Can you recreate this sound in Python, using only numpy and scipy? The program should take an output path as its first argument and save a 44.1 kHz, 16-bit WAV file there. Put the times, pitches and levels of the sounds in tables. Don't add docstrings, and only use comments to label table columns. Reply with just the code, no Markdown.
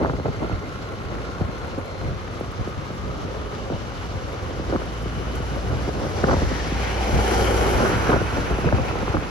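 import sys
import numpy as np
from scipy import signal
from scipy.fft import rfft, irfft, next_fast_len
from scipy.io import wavfile

SR = 44100
rng = np.random.default_rng(int(sys.argv[2]) if len(sys.argv) > 2 else 0)


def generate_wav(sig):
    pcm = np.round(np.clip(np.atleast_2d(sig).T, -1, 1) * 32767).astype(np.int16)
    wavfile.write(sys.argv[1], SR, pcm)


N = 410123
SIZE = next_fast_len(N)
HZ = np.arange(SIZE // 2 + 1) * SR / SIZE
SECONDS = np.arange(N) / SR


def from_db(db):
    return 10 ** (np.asarray(db) / 20)


def rms_one(x):
    return x / np.sqrt(np.mean(x ** 2) + 1e-20)


def in_time(rows):
    s, *columns = np.transpose(rows)
    return [np.interp(SECONDS, s, column) for column in columns]


def shape(points):
    hz, db = np.transpose(points)
    return from_db(np.interp(np.log(HZ + 1), np.log(hz), db))


def ridges(rows):
    return from_db(sum(db / (1 + (2 * (HZ - hz) / width) ** 2) for hz, width, db in rows))


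def drift(rate_hz):
    r = np.exp(-80 * np.pi * rate_hz / SR)
    noise = rng.standard_normal(N // 40 + 2002)
    slow = signal.lfilter([1], [1, -2 * r, r * r], noise)[2000:]
    return np.interp(np.arange(N) / 40, np.arange(len(slow)), rms_one(slow))


def band(x, low_hz, high_hz, order=2):
    return signal.sosfilt(signal.butter(order, [low_hz, high_hz], "band", fs=SR, output="sos"), x)


def octaves(gain, patchy_db, rate_hz):
    coloured = rfft(rng.standard_normal((2, SIZE))) * gain
    coloured /= np.sqrt(np.mean(irfft(coloured, SIZE) ** 2))
    place = np.clip(np.log2((HZ + 1) / 40), 0, 8)
    together = drift(rate_hz / 2)
    layers = []
    for k in range(9):
        share = np.clip(1 - abs(place - k), 0, 1)
        flicker = from_db(patchy_db * (.6 * together + drift(rate_hz)))
        layers.append(irfft(coloured * share, SIZE)[:, :N] * flicker)
    return layers


def ports(pair, column):
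    # (frequency [Hz], near sound [-1 to 1], truck [-1 to 1])
    likeness = [(40, .5, .7), (130, .72, .65), (200, .9, .8), (300, .9, .9), (470, .75, .75),
                (700, .45, .45), (1200, .3, .35), (1800, 0.3, 0.5), (3170, 0.35, 0.3), (4300, 0.27, 0.5),
                (5060, -0.3, 0.44), (6500, 0.6, -0.33), (7700, -0.098, 0.18), (8300, 1, 1),
                (15500, .97, 0.5)]
    # (frequency [Hz], near sound [turns], truck [turns])
    port_lag = [(0, .07, .07), (90, .15, .1), (200, .12, .08), (400, .1, .09), (700, .17, .18),
                (1200, .25, .28), (2000, .4, .1), (2400, .55, 0), (3000, .85, -.15), (4300, 1, -.1),
                (6600, 1, 0), (8900, 1.5, .5), (15500, 3, 2)]
    rows, lag = np.transpose(likeness), np.transpose(port_lag)
    alike = np.clip(np.interp(HZ, rows[0], rows[column]), -.995, .995)
    turns = np.interp(HZ, lag[0], lag[column])
    left, own = rfft(pair, SIZE)
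    right = alike * left * np.exp(-2j * np.pi * turns) + np.sqrt(1 - alike ** 2) * own
    return np.array([pair[0], irfft(right, SIZE)[:N]])


def panned(x, pan_db):
    return x * from_db(np.array([pan_db / 2, -pan_db / 2]))


def drone():
    # (frequency [Hz], relative level [dB])
    road_colour = [(30, -40), (60, 1), (120, -9.5), (200, -10), (450, -11), (750, -19.5), (1250, -14.5),
                   (1800, -22), (3000, -26.5), (3500, -26.5), (4200, -27.5), (6000, -33.5), (8000, -41.5),
                   (11500, -48), (15500, -57)]
    # (frequency [Hz], width [Hz], boost [dB])
    road_ridges = [(540, 80, 2), (610, 80, -4), (1080, 70, 4), (1350, 150, 2), (2080, 120, 2),
                   (2950, 300, 2), (6050, 400, 3)]
    layers = octaves(shape(road_colour) * ridges(road_ridges), patchy_db=1.5, rate_hz=22)
    return from_db(-37) * sum(layers)


def hum():
    # (time [s], pitch [Hz], level before a 3 dB lift and waver [dB])
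    hum_path = [(0, 99, -47), (4.4, 98, -43), (5.9, 96, -41), (6.5, 93, -40), (7.1, 96, -36),
                (8.0, 108, -35), (8.5, 108, -43), (9.3, 106, -46)]
    hz, db = in_time(hum_path)
    return from_db(db + 3 + 2.5 * drift(3)) * np.sin(2 * np.pi * np.cumsum(hz) / SR)


def whine():
    # (time [s], pitch [Hz], level [dB])
    whine_path = [(0, 4090, -60), (.2, 4200, -58), (.32, 4200, -66), (.55, 4290, -59), (.68, 4150, -66),
                  (.8, 4110, -59), (1.3, 4140, -64), (1.62, 4180, -55.5), (1.78, 4170, -63),
                  (1.9, 4160, -56), (2.07, 4150, -55), (2.15, 4150, -68), (9.3, 4150, -80)]
    width_hz = 85
    hz, db = in_time(whine_path)
    turn = 2 * np.pi * np.cumsum(hz) / SR
    tones = [drift(width_hz) * np.cos(turn) + drift(width_hz) * np.sin(turn) for side in "LR"]
    return from_db(db) * rms_one(np.array(tones))


def grit():
    # (time [s], starting level of the noise before its band-pass [dB])
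    tick_list = [(1.6706, -50), (1.7833, -47), (1.857, -48), (2.398, -44), (2.5153, -47), (2.6883, -49),
                 (2.8514, -51), (2.9188, -52), (2.9517, -49), (3.897, -52), (4.062, -51), (4.3246, -47),
                 (4.8556, -46), (5.023, -48), (5.3527, -39), (5.685, -45), (9.1805, -52)]
    fade = np.zeros(N)
    fade[[round(s * SR) for s, db in tick_list]] = from_db(np.array(tick_list)[:, 1])
    fade = signal.lfilter([1], [1, -from_db(-60 / (0.052 * SR))], fade + 1e-18)
    return band(fade * rng.standard_normal((2, N)), 4500, 12400)


def gusty(steady_db, column, lag_s, stretch):
    # (middle before lag [s], length before stretch [s], boom level [dB], flutter level [dB])
    gust_list = [(0.022, 0.16, -24.5, -22), (0.1, 0.037, -28, -27), (0.137, 0.042, -22, -29),
                 (0.187, 0.028, -32, -31), (0.257, 0.028, -24, -21), (0.285, 0.021, -18, -26),
                 (0.427, 0.068, -29, -26), (0.519, 0.064, -20, -33), (.67, 0.095, -35, -37),
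                 (1.104, 0.36, -33.5, -34), (1.408, 0.089, -22.5, -31), (1.485, 0.016, -22, -33),
                 (1.625, 0.039, -29, -42), (1.786, 0.018, -34, -25), (2.064, 0.2, -24.5, -35),
                 (2.592, 0.065, -22, -40), (2.772, 0.04, -25, -50), (3.053, 0.27, -28.5, -45),
                 (3.235, 0.045, -22, -40), (3.717, 0.1, -26, -27.5), (4.147, 0.055, -23.5, -54),
                 (4.537, 0.45, -44, -41), (4.7, 0.032, -24, -29), (4.735, 0.018, -34, -21.5),
                 (4.749, 0.025, -20, -23), (4.796, 0.026, -31, -27), (4.865, 0.022, -31, -49),
                 (5.166, 0.025, -21, -43), (5.564, 0.072, -38, -33), (5.7, 0.31, -25.5, -31),
                 (5.891, 0.018, -41, -22), (6.025, 0.12, -28, -29.5), (6.241, 0.023, -24, -18.5),
                 (6.289, 0.067, -20, -20.5), (6.312, 0.024, -26, -19.5), (6.334, 0.033, -27, -19),
                 (6.362, 0.03, -18, -42), (6.426, 0.023, -22, -26), (6.517, 0.022, -20, -22.5),
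                 (6.74, 0.092, -34, -40), (7.137, 0.11, -17, -24.5), (7.775, 0.019, -33, -24),
                 (7.825, 0.083, -25, -21.5), (7.853, 0.025, -31, -20.5), (8.068, 0.035, -51, -23),
                 (8.099, 0.044, -27, -18), (8.134, 0.064, -19, -19), (8.163, 0.016, -17, -20.5),
                 (8.206, 0.056, -19.5, -25), (8.37, 0.065, -22, -27.5), (8.51, 0.047, -19, -25),
                 (8.649, 0.026, -12, -26), (8.674, 0.041, -34, -21.5), (8.733, 0.064, -16.5, -27.5),
                 (8.791, 0.057, -17.5, -33), (8.911, 0.015, -33, -21.5), (9.09, 0.022, -19, -40),
                 (9.028, 0.017, -23, -25), (9.147, 0.026, -22, -20.5), (9.172, 0.024, -15.5, -25.5)]
    rise = 0.45
    squareness = 1.7
    power = from_db(2 * steady_db)
    for row in gust_list:
        middle, length = row[0] + lag_s, stretch * row[1]
        start, stop = round((middle - 2 * length) * SR), round((middle + 2 * length) * SR)
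        near = slice(max(start, 0), stop)
        away = (SECONDS[near] - middle) / length
        bell = np.exp(-abs(2 * away / np.where(away < 0, rise, 1)) ** squareness)
        power[near] += from_db(2 * row[column]) * bell
    return 10 * np.log10(power)


def wind():
    # (time [s], boom level [dB], flutter level [dB])
    headwind = [(0, -31, -36.5), (1, -36.5, -39.5), (2.6, -36, -40), (3.4, -34, -36.5), (4.2, -35.5, -42.5),
                (5.2, -32.5, -36.5), (6.2, -31, -32.5), (6.9, -37, -35), (7.35, -36, -33.5),
                (7.9, -31, -27), (8.3, -33.5, -37.5), (9.0, -31, -32.5), (9.3, -45, -54)]
    steady_boom_db, steady_flutter_db = in_time(headwind)
    boom_db = gusty(steady_boom_db, column=2, lag_s=0.0092, stretch=0.59)
    flutter_db = gusty(steady_flutter_db, column=3, lag_s=0, stretch=0.63)
    white = rng.standard_normal((3, 2, N))
    boom = from_db(boom_db + 0.42 * np.tanh(drift(17.4))) * rms_one(band(white[0], 42.3, 128.4))

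    clumps_db = 5.1 * np.tanh(0.39 * drift(31))
    gust_share = 1 - from_db(2 * (steady_flutter_db - flutter_db))
    clumps_db = clumps_db * (1 - 0.75 * gust_share)
    body_db = flutter_db + 1.18 * drift(10.4) + clumps_db
    body = from_db(body_db) * rms_one(band(white[1], 101.0, 672, order=3))

    edge_db = -36.5 + 2.83 * (flutter_db + 24.0)
    edge = from_db(edge_db + clumps_db) * rms_one(band(white[2], 380, 1400, order=3))
    return boom + body + edge


def pops():
    # (time [s], pop level [dB], base pitch [Hz], crack level [dB])
    eddies = [(0.009, -20, 410, -31), (0.022, -18, 405, -28), (0.044, -23, 443, -9), (0.055, -22, 394, -15),
              (0.093, -24, 387, -14), (0.132, -25, 434, -29), (0.195, -24, 447, -22),
              (0.244, -28, 428, -33), (0.256, -23, 520, -32), (0.341, -31, 550, -42),
              (0.428, -25, 450, -32), (0.493, -27, 436, -19), (0.512, -27, 288, -21),
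              (1.406, -20, 390, -34), (1.773, -23.5, 302, -36), (2.406, -20.5, 447, -32),
              (2.671, -23.5, 400, -26), (2.9, -25, 447, -34), (3.697, -23, 412, -23),
              (3.717, -22.5, 363, -33), (4.505, -26, 490, -38), (4.593, -21.5, 337, -37),
              (4.722, -17, 420, -21), (4.744, -21, 298, -21), (4.751, -17.5, 394, -30),
              (4.757, -21, 332, -13.5), (4.816, -26, 586, -25), (5.056, -24.5, 330, -42),
              (5.399, -27, 388, -34), (5.874, -22.5, 300, -31), (6.198, -24, 494, -35),
              (6.233, -17, 402, -25), (6.237, -21, 330, -6), (6.283, -23, 560, -14), (6.287, -20, 330, -20),
              (6.293, -19, 450, -13), (6.303, -26, 300, -24), (6.31, -32, 400, -18), (6.316, -21, 450, -16),
              (6.326, -15, 580, -19), (6.336, -16, 320, -12), (6.363, -24, 545, -21),
              (6.415, -20, 320, -32), (6.717, -20, 249, -27), (7.09, -20, 553, -30), (7.186, -19, 450, -13),
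              (7.8, -13, 490, -30), (7.928, -18.5, 304, -30), (8.059, -23, 428, -36),
              (8.088, -13.5, 400, -21), (8.092, -32, 500, -20), (8.097, -26, 453, -13),
              (8.103, -18, 406, -20), (8.115, -18, 402, -7), (8.124, -23, 505, -12), (8.128, -26, 450, -11),
              (8.136, -17.5, 400, -15), (8.16, -24, 340, -29), (8.212, -21, 430, -33),
              (8.377, -19, 450, -30), (8.582, -18.5, 396, -25), (8.641, -18.5, 404, -26),
              (8.685, -27, 390, -12), (8.722, -13.5, 620, -12), (8.781, -23, 306, -17),
              (8.912, -35, 370, -29), (8.952, -21, 550, -32), (9.024, -23, 312, -32),
              (9.076, -21, 514, -14), (9.136, -32, 400, -19), (9.144, -27, 456, -22),
              (9.165, -27, 245, -11), (9.221, -22.5, 424, -31)]
    start_s, port_lag_s = .0028, .00021
    top, halving_cycles = 2.5, .8
    rise_cycles, fade_cycles = .45, 2.73
    crack_lag_s, crack_s = .002, .0007
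    out = np.zeros((2, N))
    t = np.arange(round(.07 * SR)) / SR - np.array([[0], [port_lag_s]])
    t = np.maximum(t, 0)
    for (s, db, hz, crack_db), (start, spread) in zip(eddies, rng.random((len(eddies), 2))):
        cycles = hz * t
        turn = top * halving_cycles * np.log(1 + cycles / halving_cycles)
        swell = 1 - np.exp(-(cycles / rise_cycles) ** 2)
        pop = 2 * swell * np.exp(-cycles / fade_cycles) * np.sin(2 * np.pi * (turn + start))
        crack_hz = 800 + 800 * spread
        crack = np.exp(-((t - crack_lag_s) / crack_s) ** 2) * np.sin(2 * np.pi * (crack_hz * t + start))
        i = round((s + start_s) * SR)
        out[:, i:i + t.shape[1]] += (from_db(db) * pop + from_db(crack_db) * crack)[:, :N - i]
    return out


def diesel_knock(firings, depth):
    cylinder_db = [1.5, -7, 1.5, -30]
    strength = from_db(np.array(cylinder_db)[np.floor(firings).astype(int) % 4])
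    knock = 1 + 4.0 * np.clip(depth, 0, 1) * strength * np.exp(-(firings % 1) / .2)
    return knock / knock.mean()


def firing_note(firings, note_db):
    lag_turns = [[0], [.05]]
    note = from_db(note_db + 0.7 * drift(5.4)) * np.sin(2 * np.pi * (firings - lag_turns))
    sings = np.exp(-((SECONDS - 7.25) / 0.38) ** 2)
    overtone = np.sin(2 * np.pi * 3.5 * firings)
    return note + from_db(-34 + 2.8 * drift(4.2)) * sings * overtone


def truck():
    # (time [s], roar level [dB], then relative to it:
    # clatter near 5 kHz [dB], hiss near 10 kHz [dB], tyre body near 640 Hz [dB])
    passing = [(0, -42.5, -8, -5, -35), (1.4, -39.5, -5, -8.5, 6), (2.8, -37.5, -2.5, -8.5, 1),
               (4.2, -36.5, 1.5, -6.5, 4), (5.0, -34, -1, -4.5, 1), (6.05, -31, 1, -4, -1),
               (6.3, -28, 2.5, -5.5, 3), (6.6, -28, 3, -5, -2.5), (6.94, -27.5, 1, -4, 5),
               (7.33, -22.5, 2, 2.5, 4.5), (7.72, -22.5, -1.5, 0, 4.5), (8.1, -22.5, -4, -5, -2),
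               (8.3, -25.5, -4, -6, 1), (8.8, -27.5, -5, -7, 5), (9.3, -29.5, -4, -8, 2)]
    # (time [s], pitch [Hz], level [dB], knock depth [0-1])
    firing_path = [(0, 61.2, -47, 0.46), (4.5, 59, -36, 0.07), (5.1, 58, -28, 0), (5.75, 59, -27.5, 0),
                   (6.0, 58.6, -33, 0.03), (6.45, 59, -32, 0), (6.7, 59.8, -25.5, 0.03),
                   (7.05, 59.9, -21.5, 0.06), (7.35, 60, -21, 0.14), (7.65, 60, -22, 0.1),
                   (7.85, 59.9, -26, 0.04), (8.35, 60, -28.5, 0), (8.9, 58.5, -31, 0.1),
                   (9.3, 56, -35, 0.03)]
    # (frequency [Hz], relative level [dB])
    roar_colour = [(40, 1.5), (100, -7.5), (200, -9.5), (400, -11), (750, -14), (1000, -13.5),
                   (1400, -16.5), (3000, -24.5), (3600, -26.5), (6000, -28.5), (8000, -36), (11000, -34.5),
                   (13500, -49), (15500, -37)]
    # (frequency [Hz], width [Hz], boost [dB])
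    truck_ridges = [(390, 60, 2), (640, 80, -5), (760, 140, 2), (1450, 300, 3), (2250, 300, 2),
                    (3000, 350, 3), (5900, 600, 3)]
    roar_db, clatter_db, hiss_db, body_db = in_time(passing)
    hz, note_db, depth = in_time(firing_path)

    abreast_s, swing_s = 7.6, .4
    behind_pan_db, ahead_pan_db = 1.5, -0.5
    passed = (1 + np.tanh((SECONDS - abreast_s) / swing_s)) / 2
    pan_db = behind_pan_db + (ahead_pan_db - behind_pan_db) * passed

    firings = np.cumsum(hz) / SR
    firings -= firings[round(7.377 * SR)]
    knock = diesel_knock(firings, depth)
    layers = octaves(shape(roar_colour) * ridges(truck_ridges), patchy_db=1.1, rate_hz=24)
    front_db = 4 * np.exp(-((SECONDS - 6.91) / 0.32) ** 2)
    treble = layers[5] + from_db(front_db) * layers[6]
    treble = treble + from_db(clatter_db) * layers[7] + from_db(hiss_db) * layers[8]
    roar = sum(layers[:4]) + from_db(body_db) * layers[4] + knock * treble
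    note = firing_note(firings, note_db)
    return panned(ports(from_db(roar_db) * roar, column=2), pan_db) + note


def swelling(x):
    # (middle [s], length [s], frequency [Hz], width [Hz],
    # left boost before waver [dB], right boost before waver [dB])
    swell_list = [(0.5, 1.4, 2090, 80, 7, 4), (0.7, 1.4, 1370, 120, 3, 6), (1.2, 1.8, 1080, 50, 6, 4),
                  (1.5, 1.0, 1390, 90, 6, 3), (1.9, 0.9, 520, 70, 6, 5), (1.9, 1.0, 2100, 80, 4, 5),
                  (3.6, 1.4, 2950, 130, 4, 4), (7.4, 0.8, 2650, 200, -2, -2), (7.5, 1.0, 3550, 400, -4, -4),
                  (7.4, 0.8, 1000, 150, -5, -2), (2.9, 1.8, 1220, 90, 6, 4), (3.4, 0.9, 545, 50, 5, 5),
                  (3.4, 0.8, 420, 50, 4, 5), (4.4, 0.6, 530, 60, 6, 7), (5.0, 1.8, 1150, 90, 4, 1),
                  (5.0, 1.6, 1420, 150, 2, 4), (5.2, 1.0, 2980, 130, 5, 5), (6.2, 0.5, 520, 70, 4, 4),
                  (6.4, 0.35, 72, 10, 8, 8), (6.55, 0.6, 1850, 200, 5, 4), (6.95, 0.3, 2330, 120, 4, 4),
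                  (7.2, 1.1, 760, 150, 5, 5), (7.4, 0.6, 2200, 220, 4, 3), (7.45, 0.7, 3080, 220, 4.5, 4.5),
                  (7.5, 0.5, 490, 55, 7, 5), (7.6, 0.8, 390, 55, 7, 7), (7.6, 1.1, 1380, 170, 6, 3),
                  (8.2, 0.8, 1450, 200, 3, 5), (8.3, 1.6, 5900, 400, 3, 2), (8.7, 1.2, 2580, 170, 7, 4),
                  (9.0, 0.7, 1350, 150, 2, 3)]
    out = x.copy()
    waver = 1 + .27 * drift(10)
    shifts = rng.integers(0, N, len(swell_list))
    for (middle, length, hz, width, *db), shift in zip(swell_list, shifts):
        start, stop = round((middle - length) * SR), round((middle + length) * SR)
        near = slice(max(start, 0), min(stop, N))
        bell = np.exp(-(2 * (SECONDS[near] - middle) / length) ** 2)
        bell = bell * np.roll(waver, shift)[near]
        r = np.exp(-np.pi * width / SR)
        feedback = [1, -2 * r * np.cos(2 * np.pi * hz / SR), r * r]
        ring = signal.lfilter([(1 - r * r) / 2, 0, (r * r - 1) / 2], feedback, x[:, near])
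        out[:, near] += (from_db(np.outer(db, bell)) - 1) * ring
    return out


def scene():
    near_sound = drone() + hum() + whine() + grit() + wind()
    return swelling(ports(near_sound, column=1) + truck()) + pops()


def record(dry):
    dry = signal.sosfilt(signal.butter(4, 42, "high", fs=SR, output="sos"), dry)
    dry = .8 * np.tanh(dry / .8)
    return signal.sosfilt(signal.cheby2(14, 70, 15900, fs=SR, output="sos"), dry)


dry = scene()
out = record(dry)
generate_wav(out)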